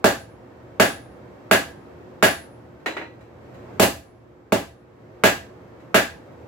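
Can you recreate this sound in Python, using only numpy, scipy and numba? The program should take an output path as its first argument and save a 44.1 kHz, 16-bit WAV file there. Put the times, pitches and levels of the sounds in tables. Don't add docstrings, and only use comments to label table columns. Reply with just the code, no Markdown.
import sys
import numpy as np
from scipy import signal
from scipy.fft import rfft, irfft, next_fast_len
from scipy.io import wavfile
from scipy.ndimage import uniform_filter1d, minimum_filter1d
from numba import njit

SR = 44100
rng = np.random.default_rng(int(sys.argv[2]) if len(sys.argv) > 2 else 0)


def int16_out(signal):
    q = np.round(np.clip(np.atleast_2d(signal).T, -1, 1) * 32767)
    wavfile.write(sys.argv[1], SR, q.astype(np.int16))


N = 285327
RING = 2 * SR // 3


def undb(db):
    return 10 ** (np.asarray(db) / 20)


def read(table, hz):
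    frequencies, values = np.transpose(table)
    return np.interp(np.log(hz + 1e-3), np.log(frequencies), values)


def colour(x, table):
    size = 2 * x.shape[-1]
    gain = undb(read(table, np.fft.rfftfreq(size, 1 / SR)))
    cepstrum = irfft(np.log(gain))
    cepstrum[1:size // 2] *= 2
    cepstrum[size // 2 + 1:] = 0
    return irfft(rfft(x, size) * np.exp(rfft(cepstrum)))[..., :size // 2]


def bands(size, count, wide_hz):
    edges = np.geomspace(25, 17000, count + 1)
    hz = np.fft.rfftfreq(size, 1 / SR)
    mid, side = rfft(rng.standard_normal((2, size)))
    side = side * hz / np.hypot(hz, wide_hz)
    both = np.array([mid + side, mid - side])
    for lo, hi in zip(edges, edges[1:]):
        band = irfft(both * ((hz >= lo) & (hz < hi)), size)
        yield np.sqrt(lo * hi), hi - lo, band / band.std()


def walk(rate_hz):
    span = int(SR / rate_hz)
    steps = np.repeat(rng.standard_normal(N // span + 1), span)
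    smooth = uniform_filter1d(uniform_filter1d(steps, span), span)[:N]
    return smooth / smooth.std()


def fade(t60_s, hold_s=0.):
    t = np.arange(RING) / SR
    return np.exp(-np.log(1000) * (np.hypot(t, hold_s) - hold_s) / t60_s)


def add(out, start_s, sound):
    start = int(start_s * SR)
    out[:, start:start + RING] += sound[:, :N - start]


def forge_fire(level_db=-38.5, swell_db=1.5, flutter_db=0.66):
    # frequency_hz, relative_density_db
    spectrum = [(15, -62), (25, -31), (70, -5), (120, -3), (153, -6.5), (363, -4), (451, -11), (489, -4.5),
                (677, -10.5), (1940, -23.5), (3430, -35.5), (7310, -44), (10400, -53), (14000, -45.5),
                (16000, -61)]
    swell = swell_db * walk(1.6)
    fire = 0
    for hz, width, noise in bands(next_fast_len(N), count=36, wide_hz=600):
        flutter = flutter_db * walk(16) / np.hypot(1, hz / 2500)
        fire = fire + noise[:, :N] * np.sqrt(width) * undb(read(spectrum, hz) + swell + flutter)
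    return undb(level_db) * fire / fire.std()


def blower(waver_db=3, drift=0.0014):
    # pitch_hz, level_db
    tones = [(119, -51.5), (360, -52), (425, -60.5), (7526, -90), (14002, -96)]
    hum = 0
    for hz, db in tones:
        cycles = np.cumsum(hz + (3 + drift * hz) * walk(40)) / SR
        hum = hum + undb(db + waver_db * walk(13)) * np.sqrt(2) * np.sin(2 * np.pi * cycles)
    return hum


def ring(hz, db, t60_s, wide_hz=600, build_s=.002, echo_s=0.02915, smear=0.48):
    t = np.arange(RING) / SR
    ripple, shift = (np.interp(t / echo_s, np.arange(64), row) for row in rng.standard_normal((2, 64)))
    diffuse = smear * np.minimum(t / echo_s / 2, 2)
    apart = np.array([[1], [-1]]) * rng.choice([-1, 1]) * np.pi / 4 * hz / np.hypot(hz, wide_hz)
    phase = 2 * np.pi * (hz * t + rng.random()) + diffuse * shift + apart
    swell = 1 - np.exp(-(t / (build_s + 1 / hz)) ** 2)
    return undb(db) * (1 + diffuse * ripple) * np.sin(phase) * fade(t60_s) * swell


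def clack(pitches_hz=(1350, 2250), t60_s=.011, lag_s=.00006, upper_db=-5):
    t = np.maximum(np.arange(RING) / SR - np.array([[0], [lag_s]]), 0)
    lower, upper = (-np.sin(2 * np.pi * hz * t) for hz in pitches_hz)
    return (lower + undb(upper_db) * upper) * fade(t60_s)


def reverberation(hold_s=0.019, build_cycles=0.14):
    # frequency_hz, relative_density_db
    spectrum = [(50, -30.5), (100, -14.5), (200, -4.5), (400, -1.5), (700, 1), (1100, -6.5), (1650, -0.5),
                (2150, -3.5), (2650, -3), (3600, -10), (5500, -15), (7500, -13), (9300, -19.5),
                (12000, -16.5), (16000, -21.5)]
    # frequency_hz, t60_s
    decay_times = [(100, 0.69), (260, 0.24), (700, 0.28), (1800, 0.27), (4800, .32), (13000, 0.26)]
    t = np.arange(RING) / SR
    out, power = 0, 0
    for hz, width, noise in bands(RING, count=26, wide_hz=690):
        envelope = fade(read(decay_times, hz), hold_s) * (1 - np.exp(-t * hz / build_cycles))
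        tail = noise * envelope
        gain = undb(read(spectrum, hz)) * np.sqrt(width)
        out = out + gain * tail * envelope.std() / tail.std()
        power += gain ** 2
    return out / np.sqrt(power)


def cluster(lo_hz, hi_hz, db, t60_s, count):
    spots = (np.arange(count) + rng.random(count)) / count
    return sum(ring(lo_hz + (hi_hz - lo_hz) * spot, db, t60_s, build_s=0.024) for spot in spots)


def contact(start_s, force_db, soft_db, bedding_db=-7, bedding_s=0.86):
    loose_db = bedding_db * np.exp(-start_s / bedding_s)
    mid_db = 0.54 * soft_db
    clang_db = .5 * loose_db - 0.56 * soft_db
    bite_db = -0.6 + 0.29 * force_db + loose_db
    treble_db = -0.43 + 1.1 * force_db + soft_db + 0.38 * loose_db
    return [(180, soft_db), (680, 2.5 + mid_db), (1050, mid_db), (1600, clang_db),
            (2200, bite_db), (4500, treble_db / 2), (12000, treble_db)]


def clink(levels_db=(-33, -28, -26, -28), t60_s=.25):
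    pitches = (9500, 10840, 10930, 12960)
    return sum(ring(hz, db, t60_s) for hz, db in zip(pitches, levels_db))


def ping(pair_hz=(10378, 10387), db=-33, t60_s=.47, second_db=-17):
    first, second = (ring(hz, db, t60_s, build_s=0.024, smear=.12) for hz in pair_hz)
    return first + undb(second_db) * second


def hammer_blows(room_db=-4.5, knock_db=-10.5, steel_db=-10, clack_db=5, alike_hz=1900):
    # start_s, force_db, softness_db, ping_db, clink_db
    blows = [(0.0425, .5, -2, 3.5, -11), (.7985, 1, -2, 7.5, -14), (1.5120, 1, -3, 1, 7),
             (2.2257, 1.5, -3, 12.5, 4), (3.7970, 1.5, 5, 7, 4.5), (4.522, -5.5, 6, 2.5, -22),
             (5.2371, 1, -1.5, -8, -17), (5.944, 1, -3, -3, -3)]
    # pitch_hz, level_db, t60_s
    stand_modes = [(70.34, -21.5, .9), (111.2, -4.5, 0.21), (181, -12, 0.086), (196.9, 1.5, 0.17),
                   (212.3, 9, 0.07), (232, -1, 0.24), (278.7, -9, 0.38), (300.3, -15.5, 0.49),
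                   (349.3, -2, 0.21), (380.7, 0, 0.14), (404.4, 6.5, 0.15), (437, -11.5, 0.23),
                   (430, -4.5, 0.21), (549, -9.5, 0.33), (575, 0, 0.21), (625, 0.5, 0.22), (640, 4, 0.18),
                   (669.6, -6.5, 0.31), (813, -11, 0.37), (790, -14.5, 0.32), (875, 3, 0.15),
                   (983, -17.5, 0.18), (1080, -5.5, .27), (1173, -7.5, .3)]
    # pitch_hz, level_db, t60_s
    steel_modes = [(1284, -8, .28), (1370, -16, 0.14), (1594, -14.5, 0.37), (1523, -0.5, 0.059),
                   (1670, -6, 0.27), (1660, -2.5, 0.25), (1688, -12.5, 0.23), (1664, -6, 0.1),
                   (1790, -2, 0.15), (1950, -12.5, 0.36), (2550, -13.5, .24), (2866, -10, .25),
                   (4850, -15.5, 0.25)]
    out = np.zeros((2, N))
    knock = sum(ring(*mode) for mode in stand_modes)
    steel = sum(ring(*mode) for mode in steel_modes)
    body = undb(knock_db) * knock + undb(steel_db) * steel + undb(clack_db) * clack()
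    common_echoes = rfft(reverberation(), 2 * RING)
    blend = np.arctan(.5 + (np.fft.rfftfreq(2 * RING, 1 / SR) / alike_hz) ** 2)
    for start_s, force_db, soft_db, ping_db, clink_db in blows:
        fresh_echoes = rfft(reverberation(), 2 * RING)
        shop = irfft(common_echoes * np.cos(blend) + fresh_echoes * np.sin(blend))[:, :RING]
        clang = cluster(1540, 1790, db=-23, t60_s=.34, count=12)
        overtones = cluster(2200, 5200, db=-25.5, t60_s=.27, count=8)
        overtones += cluster(5500, 14000, db=-35, t60_s=.27, count=12)
        response = body + clang + overtones + undb(room_db) * shop
        clank = colour(response, contact(start_s, force_db, soft_db))
        high_rings = undb(clink_db) * clink() + undb(ping_db) * ping()
        add(out, start_s, undb(force_db) * (clank + high_rings))
    return out


def bounces(drop_s=2.8607, first_flight_s=.1067, restitution=.433):
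    for k in range(3):
        start_s = drop_s + first_flight_s * (1 - restitution ** k) / (1 - restitution)
        force_db, treble_db = -9 - 6 * k, -12.5 - 8 * k
        yield start_s, force_db, treble_db


def anvil_taps(room_db=-6, modes_db=-14, touch_treble_db=-6.5):
    # pitch_hz, level_db, t60_s
    head_modes = [(321.4, -5, 0.36), (421.4, -6, 0.41), (930, -5, 0.35), (1156, -10, 0.22), (1880, 9, 0.11),
                  (1953, 4, 0.27), (2110, -0.5, 0.24), (2390, -6, 0.3), (2950, -7, .25), (3950, -0.5, .25),
                  (4030, -7, 0.34), (4090, -10, 0.37), (5800, -20.5, 0.43), (6780, -12, 0.3),
                  (10360, -34, 0.41)]
    # start_s, force_db
    touches = [(2.799, -50.5), (3.208, -43), (3.543, -45.5), (5.7986, -45)]
    out = np.zeros((2, N))
    body = undb(modes_db) * sum(ring(*mode) for mode in head_modes) + clack()
    taps = list(bounces()) + [(*touch, touch_treble_db) for touch in touches]
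    for start_s, force_db, treble_db in taps:
        spectrum = [(140, -10), (320, 5.5), (600, 1.1), (2200, 0.5),
                    (4800, treble_db / 2), (8000, treble_db + 4), (12000, treble_db)]
        shop = reverberation(hold_s=0.0017)
        add(out, start_s, undb(force_db) * colour(body + undb(room_db) * shop, spectrum))
    return out


@njit
def follow(x, attack_s, release_s):
    out, level = np.empty(len(x)), 0.
    up, down = 1 - np.exp(-1 / (attack_s * SR)), 1 - np.exp(-1 / (release_s * SR))
    for i in range(len(x)):
        level += (x[i] - level) * (up if x[i] > level else down)
        out[i] = level
    return out


def gain_control(x, knee_db=-11, slope=0.6, attack_s=0.026, hold_s=1.05, recover_s=0.19):
    loudness = follow(np.abs(x).max(axis=0), 0.006, 0.019)
    loudness[0] = 1
    half = int(hold_s * SR / 2)
    held = -minimum_filter1d(-loudness, size=2 * half + 1, origin=half, mode="nearest")
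    settled = follow(held - held[0], attack_s, recover_s) + held[0]
    return x * np.minimum(1, undb(knee_db) / (settled + 1e-9)) ** slope


def scene(anvil_pan_db=-0.5, forge_pan_db=-0.85):
    sides = np.array([[.5], [-.5]])
    anvil = hammer_blows() + anvil_taps()
    forge = forge_fire() + blower()
    return anvil * undb(anvil_pan_db * sides) + forge * undb(forge_pan_db * sides)


def record(dry, low_cut_hz=48, top_hz=15800, ceiling_db=-1.0, release_s=0.011):
    high_pass = signal.butter(3, low_cut_hz, "high", fs=SR, output="sos")
    low_pass = signal.ellip(10, .1, 80, top_hz, fs=SR, output="sos")
    compressed = gain_control(signal.sosfilt(high_pass, dry))
    peak = follow(np.abs(compressed).max(axis=0), 1e-6, release_s)
    gain = np.minimum(1, undb(ceiling_db) / (peak + 1e-9))
    gain = uniform_filter1d(minimum_filter1d(gain, size=41), size=41)
    return signal.sosfilt(low_pass, compressed * gain)


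dry = scene()
out = record(dry)
int16_out(out)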